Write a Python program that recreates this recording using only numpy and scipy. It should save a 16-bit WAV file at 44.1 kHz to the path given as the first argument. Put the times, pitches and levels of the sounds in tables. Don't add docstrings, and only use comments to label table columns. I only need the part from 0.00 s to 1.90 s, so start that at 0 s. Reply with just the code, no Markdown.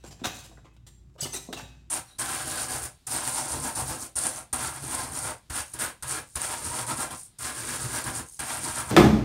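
import sys
import numpy as np
from scipy import signal
from scipy.fft import rfft, irfft, next_fast_len
from scipy.io import wavfile
from scipy.ndimage import map_coordinates

SR = 44100
rng = np.random.default_rng(int(sys.argv[2]) if len(sys.argv) > 2 else 0)


def nominal_scale(level):
    x = np.asarray(level, float) / 20
    return 10 ** x


def inscribe(sig):
    pcm = np.round(np.clip(np.atleast_2d(sig).T, -1, 1) * 32767)
    wavfile.write(sys.argv[1], SR, pcm.astype(np.int16))


N = 83790

# frequency in Hz, level in dB per Hz.
AIR_COLOUR = [(15, -37.5), (25, -4), (117, -9), (237, -18.5), (365, -20.5), (430, -35), (2120, -43.5),
              (7580, -49), (16200, -61)]
# centre in Hz, width in Hz, level in dB.
HUM_BANDS = [(115.7, 37.2, -61.5), (140, 40, -63)]
# start in seconds, level in dB,
# chatter length in seconds, tilt in dB per octave, pitch of the struck tube in Hz.
SETTLING_TICKS = [(.645, -57.5, .016, -5.5, 2800), (.573, -60, .018, -9, 1600), (.653, -62, .03, -7, 2000),
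                  (1.097, -70, .003, -4, 5600), (.735, -75, .02, 1, 10400), (.765, -59, .002, -2.5, 3200),
                  (.770, -62, .002, -2.5, 1500), (.866, -52, .018, .3, 7450), (.868, -62, .012, -2, 3600),
                  (1.14, -74, .02, 0, 5600), (0, -66, .035, -1, 3800), (1.897, -62, .003, 0, 3800)]
# start in seconds, level in dB,
# chatter length in seconds, tilt in dB per octave, pitch of the struck tube in Hz.
JOINT_CLANKS = [(.038, -48, 0.0245, -3.5, 7400), (.063, -52.5, 0.0232, 1.5, 7070),
                (.108, -50.5, 0.02205, -1.5, 6130), (.194, -56, 0.0309, -4.5, 7650),
                (.238, -36, 0.017, -2.5, 3564), (.243, -30.5, 0.015, -2, 3756),
                (.272, -41.5, 0.01, -6, 2590), (.25, -40, 0.0214, 5.5, 5794), (.343, -46.5, 0.028, 1, 6990),
                (.383, -47.5, 0.0226, 1.5, 7340), (.437, -50.5, 0.0245, 0, 9230),
                (1.527, -34.5, 0.00715, -2, 3835), (1.542, -44, 0.0066, -1, 4000),
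                (1.566, -43.5, 0.0122, -3, 2734), (1.575, -45, 0.0157, -1, 5790),
                (1.593, -45, 0.0175, -5.5, 1633), (1.606, -51, 0.0096, 1, 2560),
                (1.643, -69, 0.013, -2, 2700), (.295, -54, 0.0054, -5, 3800),
                (.254, -36.5, 0.024, -1, 1758)]
# start in seconds, level in dB,
# chatter length in seconds, tilt in dB per octave, pitch of the struck tube in Hz.
JOINT_GRINDS = [
    (1.178, -52, 0.0096, -2.5, 2980),
    (1.188, -48, 0.0206, -2.5, 6600),
    (1.206, -35.5, 0.0418, 3, 7990),
    (1.248, -39, 0.021, -3, 1283),
    (1.328, -37.5, 0.046, 1, 8250),
]
# frequency in Hz, level in dB per Hz.
CHATTER_COLOUR = [(150, -26), (300, -6), (700, -8.5), (1800, -15), (3800, -13.5), (8000, -15.5),
                  (10500, -21.5), (16000, -27.5)]
# pitch in Hz, level in dB, time to fade by 60 dB in seconds.
TUBE_TONES = [(2565, 0, .6), (2690, 2, .15), (2950, -10, .3), (3714, -7, .5), (3790, -6, .5),
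              (3883, 0, .15), (5670, 0, .2), (6535, -5, .15), (7430, -1, .6), (7560, -8, .45),
              (10400, -11, .25)]
# start in seconds, level in dB, pitch in Hz,
# time to fade by 60 dB in seconds.
BASE_THUMPS = [(.041, -42, 343, 0.0894), (0.077, -42, 138.2, 0.153), (.215, -34, 251.9, 0.0986),
               (.215, -43.5, 648, 0.038), (0.228, -39, 415, 0.0242), (0.243, -35.5, 368.6, 0.0293),
               (.246, -33, 240, 0.08), (.25, -31, 739.3, 0.0797), (.266, -35.5, 388, 0.073),
               (0.261, -31, 110.8, 0.081), (0.495, -51, 322.2, 0.132), (.514, -51.5, 737, 0.07),
               (.524, -52.5, 668, 0.076), (0.577, -56.5, 300, 0.122), (.594, -63.5, 708, 0.058),
               (.654, -54, 362.5, 0.08), (1.153, -56.5, 510, 0.08), (1.161, -50, 601, 0.0533),
               (1.22, -33, 141.4, 0.134), (1.228, -39, 588.3, 0.083), (1.234, -40, 160, 0.114),
               (1.254, -34, 357.9, 0.0854), (1.343, -39.5, 383.8, 0.1436), (1.349, -50, 588, 0.054),
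               (1.486, -32.5, 244.8, 0.0607), (1.501, -41.5, 445.7, 0.097), (1.475, -55.5, 605, 0.058),
               (1.487, -43, 702.5, 0.099), (1.508, -41, 418.9, 0.0816), (1.385, -49, 759.5, 0.06),
               (1.529, -38.5, 1297, 0.053), (1.556, -44, 140, 0.151), (1.514, -52.5, 382.5, 0.073),
               (1.531, -36, 352.8, 0.112), (1.535, -37.5, 679, 0.0334), (1.56, -49.5, 491.7, 0.226),
               (1.597, -34.5, 870, 0.0287), (1.624, -41.5, 140, 0.109), (1.64, -50, 562.7, 0.092)]
# start
# in seconds, length in seconds, pitch in Hz, level in dB, loss per overtone in dB.
JOINT_SQUEALS = [(1.204, .008, 7915, -28.5, 25), (1.207, .008, 6666, -36, 14), (1.207, .007, 6180, -39, 14),
                 (1.21, .007, 5150, -35.5, 10), (1.215, .008, 4700, -34, 8), (1.224, .009, 4950, -33.5, 10),
                 (1.232, .012, 4660, -36, 6), (1.222, .03, 2950, -39.5, 5), (1.225, .008, 9400, -37, 30),
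                 (1.218, .018, 6620, -42, 15), (1.216, .02, 14100, -50, 15), (1.322, .013, 6250, -37, 18),
                 (1.328, .022, 8750, -39, 20), (1.33, .012, 11550, -48, 20), (1.334, .012, 2700, -45, 20),
                 (1.335, .01, 5730, -39, 12), (1.342, .012, 1955, -42.5, 3), (1.346, .028, 5920, -42, 14),
                 (1.35, .026, 3885, -41, 6), (1.333, .026, 10450, -41, 20), (1.34, .03, 7500, -40, 20),
                 (1.34, .02, 13800, -51, 20), (1.383, .01, 3900, -47, 10), (1.232, .008, 8950, -36, 30),
                 (1.216, .03, 7900, -45, 30), (1.244, .025, 8800, -43, 30), (1.208, .008, 12700, -48, 20),
                 (.237, .006, 3780, -34, 20), (.246, .012, 3790, -31, 20), (.243, .009, 2690, -36, 20),
                 (.252, .008, 5670, -35, 20), (.262, .014, 3790, -42, 20), (1.527, .01, 3720, -39, 20),
                 (1.566, .01, 2690, -45, 20), (.571, .006, 1950, -55, 30), (.571, .006, 1450, -58, 30)]
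# frequency in Hz, time to fade by 60 dB in seconds.
ROOM_FADE = [(100, 1), (400, 0.392), (2000, 0.5447), (6000, 0.556), (9000, 0.463), (14000, 0.437)]


def unit(x):
    return x / np.sqrt(np.mean(x ** 2) + 1e-20)


def along(points, hz):
    f, v = np.transpose(points)
    return np.interp(np.log(hz + 1), np.log(f + 1), v)


def wobble(rate, size):
    knots = rng.standard_normal(int(size * rate / SR) + 8)
    return map_coordinates(knots, [2 + np.arange(size) * rate / SR])


def filtered(x, response):
    m = next_fast_len(len(x) + 8192)
    return irfft(rfft(x, m) * response(np.fft.rfftfreq(m, 1 / SR)), m)[:len(x)]


def add(track, s, x):
    part = track[round(s * SR):][:len(x)]
    part += x[:len(part)]


def hum_band(centre_hz, width_hz):
    noise = rng.standard_normal(N)
    return unit(filtered(noise, lambda hz: 1 / (1 + (2 * (hz - centre_hz) / width_hz) ** 2)))


def ventilation():
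    air = unit(filtered(rng.standard_normal(N), lambda hz: nominal_scale(along(AIR_COLOUR, hz))))
    air_db = -59.5 + 2.2 * wobble(5.33, N)
    fan_hz = 58.37 + 2.65 * wobble(7.05, N)
    fan = np.sin(2 * np.pi * np.cumsum(fan_hz) / SR)
    fan_db = -51.5 + 2.5 * wobble(8.77, N)
    hum = sum(nominal_scale(db) * hum_band(centre, width) for centre, width, db in HUM_BANDS)
    return nominal_scale(air_db) * air + nominal_scale(fan_db) * fan + hum


def knock(length, tilt_db, struck_hz, ring_db, rise_s):
    struck_octaves, ring_waver_rad = 0.5, 0.65
    chatter_t60_s = min(0.0714, 8 * length)
    t = np.arange(SR * 3 // 5) / SR
    swarm = rng.standard_normal(len(t)) * nominal_scale(1.8 * wobble(406.3, len(t)))
    tube_levels_db = rng.normal(0, 1.5, len(TUBE_TONES))
    patches = rng.standard_normal(80)

    def near(hz):
        return np.exp(-(np.log2((hz + 1) / struck_hz) / struck_octaves) ** 2)

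    def colour(hz):
        db = along(CHATTER_COLOUR, hz) + tilt_db * np.log2(np.maximum(hz, 900) / 3000)
        db = db + 2.37 * near(hz)
        db = db + 3 * np.interp(hz / 300, np.arange(80), patches)
        db = db + 7 * np.exp(-((hz - struck_hz) / 150) ** 2)
        return (hz > 150) * hz / (hz + 300) * nominal_scale(db)

    shape = np.minimum(t / rise_s, 1) * nominal_scale(-60 * np.maximum(t - length, 0) / chatter_t60_s)
    rasp = unit(filtered(swarm, colour)) * shape
    tubes = np.zeros(len(t))
    for (hz, tone_db, t60), extra_db in zip(TUBE_TONES, tube_levels_db):
        level_db = tone_db + extra_db - 60 * t / t60 + 5.5 * wobble(60, len(t))
        phase = 2 * np.pi * hz * t + 9 * extra_db + ring_waver_rad * wobble(44.4, len(t))
        tubes += near(hz) * nominal_scale(level_db) * np.sin(phase)
    ring = tubes * (1 - np.exp(-4 * t / length))
    return rasp + nominal_scale(ring_db) * ring


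def knock_series(rows, ring_db, rise_s):
    out = np.zeros(N)
    for s, db, length, tilt_db, struck_hz in rows:
        add(out, s, nominal_scale(db) * knock(length, tilt_db, struck_hz, ring_db, rise_s))
    return out


def ticks():
    return knock_series(SETTLING_TICKS, ring_db=-17, rise_s=0.0005)


def clanks():
    return knock_series(JOINT_CLANKS, ring_db=-14.5, rise_s=0.0005)


def thumps():
    spread, attack_s = 0.3538, 0.00043
    out, t = np.zeros(N), np.arange(SR // 3) / SR
    for s, db, hz, t60 in BASE_THUMPS:
        ratios = np.exp(np.arange(-1, 4) * (spread + rng.normal(0, 0.0421, size=5)))
        modes = np.zeros(len(t))
        for k, ratio in enumerate(ratios):
            level_db = -6 * abs(k - 1) - 60 * t * ratio / t60
            modes += (-1) ** k * nominal_scale(level_db) * np.sin(2 * np.pi * hz * ratio * t)
        add(out, s, nominal_scale(db) * (1 - np.exp(-t / attack_s)) * modes)
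    return out


def squeals():
    rise_s, fall_s, overtone_top_hz = 0.003, 0.002, 10000
    out, t = np.zeros(N), np.arange(SR // 10) / SR
    for s, length, hz, db, loss_db in JOINT_SQUEALS:
        wavering_hz = hz + 0.009 * hz * wobble(259.5, len(t))
        phase = 2 * np.pi * np.cumsum(wavering_hz) / SR
        tone = np.zeros(len(t))
        for k in range(4):
            if k == 0 or (k + 1) * hz < overtone_top_hz:
                tone += nominal_scale(-loss_db * k) * np.sin((k + 1) * phase)
        shape = (1 - np.exp(-t / rise_s)) * np.exp(-np.maximum(t - length, 0) / fall_s)
        level_db = db + 0.83 + 3 * wobble(348.3, len(t))
        add(out, s, nominal_scale(level_db) * shape * tone)
    return out


def grinds():
    return knock_series(JOINT_GRINDS, ring_db=-26, rise_s=0.008)


def gym(x):
    delay_s = 0.006
    hz, t, z = signal.stft(rng.standard_normal(SR), SR, nperseg=256)
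    fade = nominal_scale(-60 * t / along(ROOM_FADE, hz)[:, None])
    tail = signal.istft(z * fade, SR, nperseg=256)[1]
    late = np.pad(x, (round(delay_s * SR), 0))
    return signal.fftconvolve(late, tail / np.linalg.norm(tail))[:N]


def scene():
    air = ventilation()
    knocks = ticks() + clanks() + thumps() + grinds()
    squeal = squeals()
    room = gym(knocks + nominal_scale(-3.5) * squeal)
    return (knocks + squeal + nominal_scale(-6) * room + air)[None]


def low_pass(x):
    return signal.sosfilt(signal.butter(12, 16340, fs=SR, output="sos"), x)


def record(dry):
    low_cut_hz, top_hz = 43.2, 15900
    x = filtered(dry[0], lambda hz: (hz < top_hz) / (1 + (low_cut_hz / (hz + 1)) ** 6))
    return low_pass(x[None])


dry = scene()
out = record(dry)
inscribe(out)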